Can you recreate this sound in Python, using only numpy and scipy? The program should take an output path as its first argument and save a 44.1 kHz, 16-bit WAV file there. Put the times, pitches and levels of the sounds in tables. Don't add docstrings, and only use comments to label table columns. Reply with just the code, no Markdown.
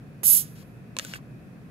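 import sys
import numpy as np
from scipy import signal
from scipy.fft import rfft, irfft
from scipy.io import wavfile

SR = 44100
rng = np.random.default_rng(int(sys.argv[2]) if len(sys.argv) > 2 else 0)


def volts(x):
    e = np.asarray(x, float) / 20
    return 10 ** e


def wav_record(signal):
    frames = np.transpose(np.atleast_2d(signal))
    bounded = np.clip(frames, -1, 1)
    quanta = np.round(bounded * 32767).astype(np.int16)
    wavfile.write(sys.argv[1], SR, quanta)


N = 74970
LAG_S = .000275
LAG = round(LAG_S * SR)
T = np.arange(N) / SR
HZ = np.arange(N // 2 + 1) * SR / N


def at_hz(points, hz):
    p = np.array(points)
    return np.interp(np.log(hz + 1), np.log(p[:, 0]), p[:, 1])


def colour(x, points, lag_s=0.):
    delay = np.exp(-2j * np.pi * HZ * lag_s)
    return irfft(rfft(x) * volts(at_hz(points, HZ)) * delay, N)


def rms_one(x):
    return x / np.sqrt(np.mean(x ** 2))


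def drift(rate_hz):
    r = np.exp(-2 * np.pi * rate_hz / SR)
    noise = rng.standard_normal(N + SR)
    return rms_one(signal.lfilter([1], [1, -2 * r, r * r], noise)[SR:])


def ring(x, hz, t60_s):
    r, w = volts(-60 / (t60_s * SR)), 2 * np.pi * hz / SR
    return signal.lfilter([0, np.sin(w)], [1, -2 * r * np.cos(w), r * r], x + 1e-18)


def near_port_cavity(x):
    cavity_hz, width_hz, lift_db = 11700, 900, 13.5
    r = np.exp(-np.pi * width_hz / SR)
    poles = [1, -2 * r * np.cos(2 * np.pi * cavity_hz / SR), r * r]
    peak = signal.lfilter([(1 - r * r) / 2, 0, (r * r - 1) / 2], poles, x)
    return x + (volts(lift_db) - 1) * peak


def both_ports(x, scattered, share, near, far):
    share = np.clip(share, 0, 1)
    at_far = np.sqrt(1 - share) * x + np.sqrt(share) * scattered
    return rms_one(np.array([colour(at_far, far, LAG_S), near_port_cavity(colour(x, near))]))


def jet():
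    # t/s, level/dB, extra roar of the widening gap/dB
    flow = [
        (0.2301, -60, -0.5),
        (0.2336, -30.5, 8),
        (.25, -19, 2),
        (0.271, -14, -1.5),
        (.34, -14, -0.5),
        (0.373, -16, 1),
        (0.416, -31, 9),
        (.454, -54.5, 16),
        (0.509, -59.5, 8),
        (.78, -75, -6),
    ]
    # f/Hz, level/dB
    jet_near = [(1000, -47), (4200, -30), (7000, -22), (10000, -15.5), (12900, -18), (14000, -26),
                (15100, -19), (15600, -25.5)]
    # f/Hz, level/dB
    jet_far = [(2500, -40.5), (5200, -43.5), (6400, -24.5), (8300, -34.5), (9400, -16), (10700, -19),
               (13000, -19.5), (14500, -27.5)]
    flicker_db, flicker_hz, roar_below_hz = -0.5, 150, 7500

    s, db, roar_db = np.transpose(flow)
    noise = rng.standard_normal((2, N)) * volts(flicker_db * drift(flicker_hz))
    gas = both_ports(*noise, share=.24, near=jet_near, far=jet_far)
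    low = irfft(rfft(gas) / (1 + (HZ / roar_below_hz) ** 6), N)
    roaring = gas - low + volts(np.interp(T, s, roar_db)) * low
    return volts(np.interp(T, s, db, left=-200, right=-200)) * roaring


def pop():
    start_s, level_db, t60_s, low_hz, high_hz = .2325, -42.5, 0.059, 250, 2780
    t = T - start_s
    noise = rng.standard_normal((3, N))
    shared_and_own = noise[0] + 1.5 * noise[1:]
    puff = shared_and_own * (t > 0) * volts(level_db - 60 * np.clip(t, 0, 1) / t60_s)
    band = signal.butter(2, [low_hz, high_hz], "band", fs=SR, output="sos")
    return 3 * signal.sosfilt(band, puff)


def deep_rush():
    widest_s, wide_for_s, level_db, far_db = 0.33, 0.04, -46.5, -9.5
    swell = np.exp(-((T - widest_s) / wide_for_s) ** 2)
    turbulence = rms_one(ring(rng.standard_normal(N), hz=2270, t60_s=0.0033))
    rush = volts(level_db) * swell * turbulence
    return np.array([volts(far_db) * np.roll(rush, LAG), rush])


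def clicks():
    slip_s = [
        .627,
        .9668,
        .9873,
        .9941,
        .9955,
        1.0488,
        1.1368,
        1.615,
    ]
    # snap level/dB, brightest f/Hz, wall ring f/Hz, wall ring level/dB
    slips = [
        (-58, 3200, 1070, -48),
        (-25, 4900, 1045, -30),
        (-16, 6400, 3700, -38.5),
        (-40, 9200, 1300, -32.5),
        (-21, 4100, 1900, -32.5),
        (-22, 16000, 1505, -35),
        (-27, 2070, 1530, -35),
        (-59, 1260, 550, -50.5),
    ]
    # f/Hz, level at the near port/dB, level at the far port/dB
    cap_modes = [(1764, -9, 4), (2220, 3, -4), (2700, -5, 6), (3500, 1.5, -1.5), (4505, 0, -2),
                 (6000, 3, -17), (6800, 4, -6), (8220, 6.5, -30), (9420, -0.5, -12.5), (12400, -7, -14),
                 (15300, -6, -8)]
    below_db_per_oct, above_db_per_oct = 6.5, 4.5
    rebound_s, rebound_db = .0011, -11
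    rustle_db, rustle_t60_s = -31, .03
    ring_cycles, detune = 26, .05
    wall_t60_s, wall_attack_s = .028, 0.00072
    body_hz, body_db, body_t60_s = 533, -4.5, 0.027

    out, size = np.zeros((2, N + SR)), 2200
    t = np.arange(size) / SR
    thin = signal.butter(2, 300, "high", fs=SR, output="sos")
    for s, (snap_db, bright_hz, wall_hz, wall_db) in zip(slip_s, slips):
        hit = np.zeros((2, size))
        for k, (hz, near_db, far_db) in enumerate(cap_modes):
            luck = rng.standard_normal(3)
            octaves = np.log2(hz / bright_hz)
            level = snap_db - max(above_db_per_oct * octaves, -below_db_per_oct * octaves)
            push = rng.standard_normal((2, size)) * volts(rustle_db - 60 * t / rustle_t60_s)
            push[:, 0] += (-1) ** k
            push[:, int(rng.uniform(.6, 1.6) * rebound_s * SR)] += volts(rebound_db)
            mode_hz = hz * (1 + detune * luck[2])
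            mode = ring(push, mode_hz, min(ring_cycles / hz, wall_t60_s / 2))
            hit += volts(level + luck[:2] + [far_db, near_db])[:, None] * mode
        hit = signal.sosfilt(thin, hit)

        wall = volts(wall_db - 60 * t / wall_t60_s) * np.sin(2 * np.pi * wall_hz * t)
        wall *= 1 - np.exp(-t / wall_attack_s)
        body = volts(wall_db + body_db - 60 * t / body_t60_s) * np.sin(2 * np.pi * body_hz * t)

        i = int(s * SR)
        out[0, i + LAG:i + LAG + size] += hit[0]
        out[1, i:i + size] += hit[1]
        out[:, i + LAG // 2:i + LAG // 2 + size] += wall + body
    return out[:, :N]


def rub():
    # start t/s, end t/s, level/dB, fade/s
    strokes = [
        (0.426, 0.473, -57.5, 0.06),
        (0.553, 0.628, -58, 0.0096),
        (0.972, 0.977, -49, 0.0034),
        (0.986, 0.986, -73, .004),
        (0.986, 1.17, -46.5, 0.0089),
    ]
    # f/Hz, level/dB
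    rub_near = [(600, -4), (1500, 0), (3000, 3), (4500, 2), (7000, 2), (9500, -3), (13300, -6), (15700, -5)]
    # f/Hz, level/dB
    rub_far = [(600, 3), (1500, 10.5), (3000, 9), (5000, 8.5), (6800, 4), (9000, 1), (12000, -9),
               (15800, -12)]
    slips_per_s, spread_db, swell_db, attack_s = 5200, 0, 0.5, 0.0011

    size = volts(spread_db * np.minimum(rng.exponential(1, (2, N)), 5))
    size = size * rng.choice([-1, 1], (2, N))
    grains = size * (rng.random((2, N)) < slips_per_s / SR)
    pressure = np.zeros(N)
    for start, end, db, fade in strokes:
        attack = np.clip((T - start) / attack_s, 0, 1)
        pressure += volts(db) * attack * np.exp(-np.clip(T - end, 0, 1) / fade)
    skin = both_ports(*grains, share=.45, near=rub_near, far=rub_far)
    return pressure * volts(swell_db * drift(25.)) * skin


def squeaks():
    # start t/s, length/s, f/Hz, level/dB
    catches = [
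        (1.060, 0.022, 6800, -47),
        (1.108, 0.03, 4400, -52),
        (1.14, .014, 8630, -43),
        (1.133, 0.025, 2700, -43.5),
        (1.152, 0.015, 1780, -34),
        (1.176, 0.034, 1073, -53),
    ]
    out = np.zeros(N)
    for s, length, hz, db in catches:
        swell = np.sin(np.pi * np.clip((T - s) / length, 0, 1))
        out += volts(db) * swell * rms_one(ring(rng.standard_normal(N), hz, t60_s=.007))
    return np.array([volts(-6) * np.roll(out, LAG), out])


def room():
    # f/Hz, level/dB
    vent = [(20, -31.5), (35, -36), (55, -9.5), (85, -14.5), (125, 1), (190, -2.5), (330, -13.5),
            (750, -23), (900, -40), (1200, -60)]
    # f/Hz, likeness [0..1]
    vent_alike = [(40, .95), (150, .9), (300, .72), (650, .65), (1000, .5)]
    # f/Hz, left minus right/dB
    vent_lean = [(60, 1), (200, 0.5), (600, -1)]
    # f/Hz, level/dB
    hiss_colour = [(600, -37.5), (900, -7.5), (1710, -6), (2190, -12.5), (2570, -7), (2850, -18.5),
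                   (5430, -24), (8000, -28.5), (11500, -24), (16000, -37)]
    vent_db, hiss_db = -44, -60

    mid, side, left, right = rfft(rng.standard_normal((4, N)))
    alike = np.clip(at_hz(vent_alike, HZ), 0, 1)
    sign = np.array([[1], [-1]])
    air = np.sqrt(1 + alike) * mid + sign * np.sqrt(1 - alike) * side
    air = air * volts(at_hz(vent, HZ) + sign * at_hz(vent_lean, HZ) / 2)
    hiss = volts(at_hz(hiss_colour, HZ)) * np.array([left, right])
    return volts(vent_db) * rms_one(irfft(air, N)) + volts(hiss_db) * rms_one(irfft(hiss, N))


def scene():
    gas = jet() + pop() + deep_rush()
    cap = clicks() + rub() + squeaks()
    return gas + cap + room()


def band_limit(x):
    return signal.sosfilt(signal.butter(12, 16890, fs=SR, output="sos"), x)


def record(dry):
    top_cut = signal.ellip(12, .5, 60, 15720, fs=SR, output="sos")
    return band_limit(signal.sosfilt(top_cut, dry))


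dry = scene()
out = record(dry)
wav_record(out)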